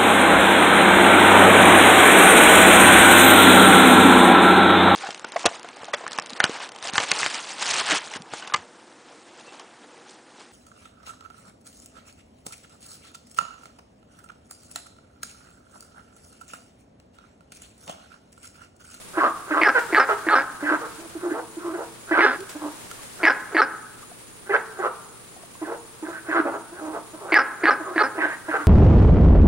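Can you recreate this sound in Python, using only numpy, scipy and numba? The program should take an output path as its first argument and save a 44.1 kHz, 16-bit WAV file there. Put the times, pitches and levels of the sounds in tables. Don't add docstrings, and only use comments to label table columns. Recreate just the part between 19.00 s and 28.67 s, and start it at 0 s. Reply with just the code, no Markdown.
import sys
import numpy as np
from scipy import signal
from scipy.fft import rfft, irfft, next_fast_len
from scipy.io import wavfile
from scipy.ndimage import uniform_filter1d
from numba import njit

SR = 44100
rng = np.random.default_rng(int(sys.argv[2]) if len(sys.argv) > 2 else 0)


def dump(signal):
    limited = np.clip(np.atleast_2d(signal).T, -1, 1)
    pcm = np.round(limited * 32767).astype(np.int16)
    wavfile.write(sys.argv[1], SR, pcm)


N = 426447
TIME = np.arange(N) / SR

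SWELL_S = 0.048
GRUNT_S, FAR_GRUNT_S = 0.022, 0.024
RATTLE_SAC_HZ = 1437


def from_db(db):
    return 10 ** (np.asarray(db) / 20)


def rms_one(x):
    return x / np.sqrt(np.mean(x ** 2) + 1e-20)


def at_hz(points, hz):
    known, values = np.transpose(points)
    return np.interp(np.log(hz + 1e-9), np.log(known), values)


def cut(x, hz, kind, order=2):
    return signal.sosfilt(signal.butter(order, np.minimum(hz, SR / 2 - 1), kind, fs=SR, output="sos"), x)


def add(track, s, sound):
    start = max(round(s * SR), 0)
    track[start:start + len(sound)] += sound[:N - start]


def drift(rate, size):
    steps = np.arange(size) * rate / SR
    values = rng.standard_normal(size // 20 + 2)
    return np.interp(steps, np.arange(len(values)), values)


def stereo_noise(likeness):
    mid, side = rng.standard_normal((2, N))
    likeness = np.clip(likeness, -1, 1)
    return np.sqrt(1 + likeness) * mid + np.sqrt(1 - likeness) * side * [[1], [-1]]


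def coloured(x, spectrum):
    size = next_fast_len(N)
    gain = from_db(at_hz(spectrum, np.fft.rfftfreq(size, 1 / SR)))
    return rms_one(irfft(rfft(x, size) * gain, size)[..., :N])


def glide(start, end, along):
    return start + (end - start) * along


def ease(t, length_s):
    return np.sin(np.pi / 2 * np.clip(t / length_s, 0, 1)) ** 2


def span(length_s):
    t = np.arange(int(max(length_s, 0.005) * SR)) / SR
    return t, t / t[-1]


def gate(t, attack_s, release_s):
    return np.clip(t / attack_s, 0, 1) * np.clip((t[-1] - t) / release_s, 0, 1)


def water_and_bursts():
    # (time [s], level [dB])
    flow = [(0.0, -59), (0.56, -60.5), (0.94, -55), (1.5, -61), (1.99, -58.5), (2.26, -62.5), (3.2, -61.5),
            (3.55, -59.5), (4.04, -56.5), (4.63, -63.5), (8.37, -64.5), (9.67, -62.5)]
    # (frequency [Hz], relative level [dB])
    water_colour = [(300, 17), (1500, 15.5), (3000, 12), (6000, 9), (8000, 12.5), (11500, 5), (15000, 0.5)]
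    # (time [s], relative level [dB], time to fall by 60 dB [s])
    burst_table = [(.79, -48.5, 0.52), (3.405, -43.5, 0.032), (3.492, -46.5, 0.27), (3.913, -41.5, 0.028),
                   (4.255, -42, 0.021), (7.11, -52, 0.011), (8.343, -28.5, 0.0033)]
    flow_db = np.interp(TIME, *np.transpose(flow))
    hiss_db = -46.5 + 0.9 * (flow_db - flow_db.mean()) + 1.2 * drift(90, N)
    hiss = from_db(hiss_db) * coloured(stereo_noise(0.011), water_colour)
    flare = np.zeros(N)
    for s, level_db, t60 in burst_table:
        add(flare, s, from_db(level_db + 10.5 - 60 * TIME[:SR // 2] / t60))
    bursts = flare * coloured(stereo_noise(0.315), water_colour)
    return hiss + cut(bursts, 400, "high")


def insects(chorus_db=-50):
    shrill = [(6500, -51.5), (8000, -52), (8700, -17.5), (9300, -14.0),
              (10000, -17.5), (10700, -29.5), (11800, -76), (14000, -45)]
    wide = stereo_noise(-0.35)
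    flutter_db = 1.0 * drift(35, N)
    chorus = from_db(chorus_db + flutter_db) * coloured(wide, shrill)
    beat = (TIME - 0.212 + 0.006 * drift(2, N)) % 0.252
    first_chirp = np.exp(-((beat - 0.03) / 0.016) ** 2)
    second_chirp = np.exp(-((beat - 0.085) / 0.016) ** 2)
    tone = rms_one(cut(stereo_noise(-0.3), [6720, 6900], "band"))
    return chorus + from_db(-55) * (first_chirp + second_chirp) * tone


def night(air_db=-52):
    # (frequency [Hz], relative level [dB])
    air_colour = [(25, -60), (60, 4), (110, 10), (220, 8.5), (450, 11), (800, -2), (1200, 5.5),
                  (1900, -40.5), (4000, -7), (7000, -57), (14000, -31.5)]
    # (frequency [Hz], rms level [dB])
    tones = [(60, -99), (119.8, -64), (179.8, -64), (240, -63.5), (15734, -72)]
    hum = np.zeros(N)
    for hz, db in tones:
        hum += from_db(db) * np.sqrt(2) * np.sin(2 * np.pi * (hz * TIME + rng.random()))
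    return from_db(air_db) * coloured(stereo_noise(0.17), air_colour) + hum


@njit
def moving_pole(x, poles):
    out, state = np.zeros(len(x)), 0j
    for i in range(len(x)):
        state = state * poles[i] + x[i]
        out[i] = state.imag
    return out


def resonate(x, hz, width_hz):
    return moving_pole(x, np.exp((2j * np.pi * hz - np.pi * width_hz) / SR) * np.ones(len(x)))


def even(x, size=440):
    power = uniform_filter1d(x ** 2, size)
    return x / np.sqrt(np.maximum(power, 0.1 * np.mean(x ** 2)) + 1e-20)


def croak(pitch, sac_hz, upper_hz, low_db, throat_db, sac_db, rough, sac_width_hz, upper_width_hz, upper_db,
          jitter, rasp):
    size, rough = len(pitch), np.clip(rough, 0, 1)
    phase = np.cumsum(pitch * np.exp(jitter * rough * drift(400, size))) / SR
    cycle = np.floor(phase).astype(int)
    uneven_db = 4.5 * rough * rng.standard_normal(size)
    force = from_db(uneven_db - 6.3 * rough * (np.arange(size) % 2))[cycle]
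    air = rasp * (1.62 + 0.23 * rough) * rng.standard_normal(size) * np.exp(-3 * (phase - cycle))
    claps = force * (np.diff(cycle, prepend=-1) + air)
    body = np.sqrt(2) * np.sin(2 * np.pi * phase) * from_db(6.9 * rough * drift(210.5, size))
    throat = even(cut(resonate(claps, 0.52 * sac_hz, 880), [480, 1350], "band"))
    ring = cut(resonate(claps, sac_hz, sac_width_hz), 2610, "low", order=4)
    sacs = even(cut(ring, 496, "high"))
    upper = even(cut(resonate(claps, upper_hz, upper_width_hz), [2600, 5800], "band", order=4))
    return from_db(low_db) * body + from_db(throat_db) * throat + from_db(sac_db) * (sacs + from_db(upper_db) * upper)


def hoarse(pitch, edges_hz):
    puffs = rng.standard_normal(len(pitch)) * np.exp(-3 * (np.cumsum(pitch) / SR % 1))
    return rms_one(cut(puffs, edges_hz, "band", order=3))


def soft_note(length_s, pitches, sacs, body_db, throat_db, sac_db, rough, growth_db=0, swell_s=0.007, fade_s=0.009):
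    rise_s = swell_s * (1 + 2 * abs(rough))
    t, along = span(rise_s / 2 + length_s + fade_s)
    pitch = glide(pitches[1], pitches[0], (1 - along) ** 1.5)
    pitch = pitch * (1 + 0.025 * drift(70, len(t)))
    note = croak(pitch, glide(*sacs, along), 3750, body_db + 3.5, throat_db - 4, sac_db, rough,
                 sac_width_hz=188, upper_width_hz=4700, upper_db=-30.5, jitter=0.1, rasp=0.51 * abs(rough))
    octaves_off = abs(np.log2(pitches[0] / 325))
    edge_db = max(sac_db, throat_db) - 27 - 32 * octaves_off
    note = note + from_db(edge_db) * hoarse(pitch, [1950, 2900])
    arch_db = 4 * (np.sin(np.pi * along) - 0.6) + 1.3 * drift(90, len(t))
    return note * from_db(arch_db + growth_db * (along - 1.0)) * gate(t, rise_s, 2 * fade_s)


def faint_swell(level_db):
    return soft_note(SWELL_S, (381, 381), (1330, 1580), level_db - 10.5, level_db - 7, level_db,
                     rough=0.97, growth_db=13.5)


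def far_barks(note_overlap_s=0.008, rattle_overlap_s=0.007, grunt_early_s=0.00051):
    # (start [s], rattle start [s], rattle length [s], pitch [Hz], rattle pitch [Hz], taut sac [Hz],
    #  grunt [dB], note [dB], rattle [dB], brightness [dB], throat [dB])
    bark_table = [(0.171, .227, 0.053, 324.3, 260, 1565, -24, -15, -31, 14, -4),
                  (0.505, 0.561, 0.047, 319.5, 304, 1560, -27, -17, -32, 14, -6.5),
                  (1.624, 1.714, 0.049, 287.5, 297, 1840, -28, -19, -27.5, 5.5, -2),
                  (2.15, 2.231, 0.066, 325, 344, 1610, -34, -41, -30, -8, -1),
                  (2.567, 2.646, 0.082, 318, 331.7, 1500, -35, -40, -32, -7, -2.5),
                  (3.109, 3.163, .06, 334.6, 330, 1784, -23, -15.5, -29.5, 12.5, -6.5),
                  (3.549, 3.613, 0.084, 294.4, 295.2, 1240, -35.5, -43, -38.5, -2, 2.5),
                  (5.493, 5.534, 0.034, 402.4, 470, 1930, -27.5, -20.5, -27, 10.5, -1),
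                  (5.789, 5.838, 0.041, 378, 453, 1610, -32.5, -22, -30, 9, 2.5),
                  (6.614, 6.671, 0.038, 322.4, 339, 1880, -31, -35, -38, -2, 4),
                  (7.024, 7.081, 0.03, 316, 334.7, 1800, -34, -36, -36, -3, 4),
                  (7.283, 7.342, 0.068, 322, 336, 1790, -28.5, -20, -29, 9, -3),
                  (7.715, 7.811, 0.15, 330.6, 311.2, 1680, -41.5, -39, -37, -14, 11),
                  (8.132, 8.209, 0.12, 313, 385.4, 1500, -42, -47, -45, -3.5, 12),
                  (8.797, 8.864, 0.072, 323, 374, 1450, -33.5, -39, -39, -2, 6),
                  (9.177, 9.231, 0.034, 323, 311.3, 2050, -31, -17.5, -32.5, 11.5, 2.5),
                  (9.482, 9.531, 0.043, 313.6, 437.5, 1820, -33, -22.5, -34.5, 12, 2)]
    note_rise = 1.2
    swollen_share, relaxed_share = 0.74, 0.82
    rattle_sag = 0.05
    out = np.zeros(N)
    for (s, rattle_s, rattle_length, pitch, rattle_hz, sac_hz,
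         grunt_db, note_db, rattle_db, bright_db, throat_db) in bark_table:
        note_s, swollen_hz = s + FAR_GRUNT_S, swollen_share * sac_hz
        add(out, s - SWELL_S, faint_swell(note_db - 17))

        sac_db = grunt_db - 15.5 + 1.19 * bright_db
        push = soft_note(FAR_GRUNT_S, (1.03 * pitch, 0.97 * pitch), (0.716 * sac_hz, 1.33 * sac_hz),
                         grunt_db, (grunt_db + sac_db) / 2 + 2.0 + throat_db, sac_db, rough=0.21, swell_s=0.0018)
        add(out, s - grunt_early_s, push)

        body_db = note_db - 11.5 - 0.5 * bright_db
        note = soft_note(rattle_s - note_s, (pitch, note_rise * pitch), (sac_hz, swollen_hz),
                         body_db, (body_db + note_db) / 2 - 8 + throat_db, note_db, rough=0.5, growth_db=12)
        add(out, note_s - note_overlap_s, note)

        sac_db = rattle_db + bright_db
        pitches = rattle_hz * (1 + rattle_sag), rattle_hz * (1 - rattle_sag / 2)
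        claps = soft_note(rattle_length, pitches, (swollen_hz, relaxed_share * sac_hz),
                          rattle_db - 5.0, (rattle_db + sac_db) / 2 - 6 + throat_db, sac_db - 5.5,
                          rough=0.52 + 0.018 * bright_db, growth_db=-6.5)
        add(out, rattle_s - rattle_overlap_s, claps)
    return out


def far_frogs(croak_early_s=0.0077):
    # (time [s], length [s], pitch from [Hz], pitch to [Hz], sac centre [Hz],
    #  fundamental [dB], throat [dB], sac [dB], roughness [0-1])
    croak_table = [(0.752, .045, 536, 426.4, 1516, -26.5, -26, -18, 0.17),
                   (1.091, .046, 466.4, 401, 1330, -28.5, -24.5, -20.5, 0.26),
                   (1.977, 0.096, 307, 352, 1150, -48, -46.5, -66, 0.45),
                   (1.811, 0.064, 473, 434, 1290, -40, -42, -35.5, 0.4),
                   (2.291, 0.057, 310.6, 342, 1640, -40, -44, -38.5, 0.9),
                   (2.738, 0.036, 353.4, 330, 1440, -33.5, -38, -39.5, 0.2),
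                   (2.337, .072, 444.4, 485.4, 1300, -38.5, -30.5, -41.5, 0.42),
                   (2.773, 0.074, 423.8, 464.6, 1280, -39.5, -31, -43.5, 0.39),
                   (3.386, 0.057, 350, 406, 1390, -41.5, -57.5, -52, 0.3),
                   (6.341, .11, 374, 370, 1084, -63, -55, -85, 0.15),
                   (6.684, 0.072, 435.3, 487, 1315, -37.5, -31.5, -42.5, 0.38),
                   (7.106, 0.0906, 309, 320, 1510, -63, -61, -38.5, 0.75),
                   (7.448, 0.054, 283, 272, 1250, -36.5, -26, -37, 0.8),
                   (7.524, 0.049, 406, 408, 1330, -42.5, -31, -36.5, 0.7),
                   (7.931, 0.057, 428.5, 456, 1210, -40.5, -30.5, -42, 0.55),
                   (9.27, 0.084, 316, 320, 1710, -53, -61, -32, 0.2),
                   (9.582, 0.063, 311, 279, 1380, -42, -55, -32.5, 0.36)]
    sac_rise = 0.093
    out = far_barks()
    for s, length, pitch_from, pitch_to, sac_hz, body_db, throat_db, sac_db, rough in croak_table:
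        sacs = sac_hz * (1 - sac_rise), sac_hz * (1 + sac_rise)
        note = soft_note(length, (pitch_from, pitch_to), sacs, body_db, throat_db, sac_db, rough, fade_s=0.013)
        add(out, s - croak_early_s, note)
    return out


def banks(x, early_db, late_db, early_s=0.023):
    # (frequency [Hz], relative level [dB])
    echo_colour = [(150, -1), (330, 6.5), (600, 4), (900, 9.5), (1300, 4), (1700, 1), (2300, 3),
                   (5000, 6.5), (12000, -13)]
    # (frequency [Hz], time to fall by 60 dB [s])
    echo_t60 = [(200, 0.88), (600, 0.66), (1300, 0.97), (2200, 0.66), (6000, 0.1)]
    t = TIME[:SR]
    white, response = rng.standard_normal((2, 2, SR)), 0
    edges = np.geomspace(150, 9600, num=13)
    for k, (low, high) in enumerate(zip(edges, edges[1:])):
        hz = np.sqrt(low * high)
        early = from_db(early_db) * np.exp(-t / early_s)
        late = from_db(late_db - 60 * t / at_hz(echo_t60, hz))
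        scatter = white[k % 2] + 0.44 * white[k % 2][::-1]
        response = response + from_db(at_hz(echo_colour, hz)) * (early + late) * cut(scatter, [low, high], "band")
    return signal.fftconvolve(x[None], response * np.clip(t / 0.0009, 0, 1), axes=1)[:, :N]


def close_voice(pitch, sac_hz, upper_hz, body_db, sac_db, rough):
    throat_db = (body_db + sac_db) / 2 - 9
    voice = croak(pitch, sac_hz, upper_hz, body_db, throat_db, sac_db, rough, sac_width_hz=202,
                  upper_width_hz=200, upper_db=-19.5 - 11 * rough, jitter=0.055, rasp=0.074)
    return voice + from_db(sac_db - 9.5) * rough ** 2 * hoarse(pitch, [2400, 4200])


def grunt(taut_hz, sac_db, rough):
    t, along = span(GRUNT_S)
    pitch = glide(361.6, 279, along ** 1.1)
    sound = close_voice(pitch, 1.078 * taut_hz, 4560, -18.5, sac_db, rough)
    return sound * from_db(-7 * along ** 2) * gate(t, attack_s=0.0018, release_s=0.0024)


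def snap(hz, level_db):
    ring = resonate(signal.unit_impulse(1024), hz, 260)
    ring = cut(cut(ring, 3000, "low"), 900, "high")
    return from_db(level_db - 1) * ring / np.abs(ring).max()


def nasal_note(length_s, taut_hz, swollen_hz, end_db, rough):
    start_hz, risen_hz, rise_s, sacs_swell_s = 240.7, 418.3, 0.02, 0.043
    body_end_db, body_growth_db, sac_growth_db = -17, 23, 7
    t, along = span(length_s)
    swollen, to_come = ease(t, sacs_swell_s), 1 - ease(along, 1.0)
    pitch = glide(start_hz, risen_hz, ease(t, rise_s)) * (1 + 0.07 * along - 0.14 * along ** 4)
    pitch = pitch * (1 + 0.02 * drift(60, len(t)))
    upper_hz = 3.847 * swollen_hz * glide(0.75, 0.92, np.sin(0.85 * np.pi * along))
    sound = close_voice(pitch, glide(taut_hz, swollen_hz, swollen), upper_hz,
                        body_end_db - body_growth_db * to_come, end_db - sac_growth_db * to_come, rough)
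    return sound * gate(t, attack_s=0.008, release_s=0.0065)


def rattle(length_s, sac_db, rough):
    t, along = span(length_s)
    pitch = glide(254.8, 281.3, along)
    sac_hz, upper_hz = glide(RATTLE_SAC_HZ, 1610, along), glide(5420, 4800, along)
    sound = close_voice(pitch, sac_hz, upper_hz, -27.5 - 128 * t, sac_db - 18 * along, rough)
    return sound * gate(t, attack_s=0.0014, release_s=0.0036)


def to_the_right(x, lag, side_db):
    left = np.interp(np.arange(N) - lag, np.arange(N), x) * from_db(-side_db)
    return np.array([left, x * from_db(side_db)])


def close_barks():
    # (start [s], rattle start [s], rattle length [s], taut sac [Hz], swollen sac [Hz], grunt [dB], note [dB],
    #  rattle [dB], first snap [dB], second snap [dB], roughness [0-1], to the right [0-1])
    bark_table = [(.6125, 0.6854, 0.025, 2030, 1490, -17, -11.5, -8.5, 1, -14, 0.34, 0.18),
                  (0.9251, 0.996, 0.056, 1880, 1280, -24.5, -10.5, -7.5, 0, -12, 0.36, 0.26),
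                  (1.2653, 1.354, 0.074, 1710, 1245, -29, -13, -11, -3.5, -3, 0.37, 0.42),
                  (3.186, 3.2633, .1, 2000, 1560, -22, -12.5, -15.5, -2.5, -2, 0.56, 0.54),
                  (4.2309, 4.2974, 0.027, 1980, 1510, -16, -8.5, -8, 0.5, -13, 0.31, 0.21),
                  (4.5456, 4.6177, 0.036, 1795, 1275, -24.5, -12, -11.5, -1.5, -2.5, 0.04, 0.21),
                  (8.3202, 8.387, 0.042, 2050, 1440, -16.5, -8, -8.5, 1, -4, .12, 0.2),
                  (8.634, 8.7075, 0.038, 1780, 1274, -20.5, -11, -12, -1, -4, 0.23, 0.23),
                  (8.958, 9.034, 0.047, 1720, 1265, -27.5, -13, -16.5, -3.5, -32, 0.02, 0.34)]
    out = np.zeros((2, N))
    for (s, rattle_s, rattle_length, taut_hz, swollen_hz, grunt_db, note_db,
         rattle_db, first_db, second_db, rough, side) in bark_table:
        bark, snap_s = np.zeros(N), s + GRUNT_S
        pause_s = 0.0055 * (1 - rough)
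        add(bark, s - SWELL_S, faint_swell(note_db - 20.5))
        add(bark, s, grunt(taut_hz, grunt_db, rough))
        add(bark, snap_s, snap(taut_hz, first_db))
        add(bark, snap_s, nasal_note(rattle_s - snap_s - pause_s, taut_hz, swollen_hz, note_db, rough))
        add(bark, rattle_s, snap(RATTLE_SAC_HZ, second_db))
        add(bark, rattle_s, rattle(rattle_length, rattle_db, rough))
        out += to_the_right(bark, lag=6 * side, side_db=1.8 * side)
    return out


def drips(width_hz=45):
    # (time [s], relative level [dB], starting bubble pitch [Hz])
    drops = [(3.914, -31.5, 1360), (3.991, -39, 1100), (5.029, -36.5, 1190), (5.116, -35.5, 696),
             (6.365, -37.5, 724), (6.435, -38, 675), (6.553, -39.5, 1070)]
    out, t = np.zeros(N), TIME[:4096]
    for s, level_db, hz in drops:
        bubble = resonate(signal.unit_impulse(len(t)), hz * (1 + 2 * t), width_hz)
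        add(out, s, from_db(level_db - 0.5) * bubble)
    return out


def scene():
    near, far = [cut(x, 293.0, "high", order=4) for x in (close_barks(), far_frogs())]
    frogs = near + to_the_right(far, lag=5.9, side_db=1.0)
    echo = banks(near.mean(axis=0), early_db=-48, late_db=-51) + banks(far, early_db=-40, late_db=-50)
    dip_s, fall_s, recover_s = 3.35, 0.048, 0.32
    dip = ease(TIME - dip_s, fall_s) - ease(TIME - dip_s - fall_s, recover_s)
    return frogs + echo * from_db(-8.5 * dip) + water_and_bursts() + drips() + insects() + night()


def record(dry, threshold_db=-11, release_db_per_s=60, attack_s=0.0184):
    power = np.abs(uniform_filter1d(np.mean(dry ** 2, axis=0), size=128))
    level_db = 10 * np.log10(power + 1e-12)
    fall = release_db_per_s * TIME
    duck_db = np.maximum.accumulate(np.maximum(level_db - threshold_db, 0) + fall) - fall
    keep = np.exp(-1 / (attack_s * SR))
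    held = dry * from_db(-signal.lfilter([1 - keep], [1, -keep], duck_db))
    rounded = held / (1 + (held / 0.9) ** 6) ** (1 / 6)
    return signal.sosfilt(signal.ellip(12, 0.1, 80, 15900, fs=SR, output="sos"), rounded)


dry = scene()
out = record(dry)
dump(out)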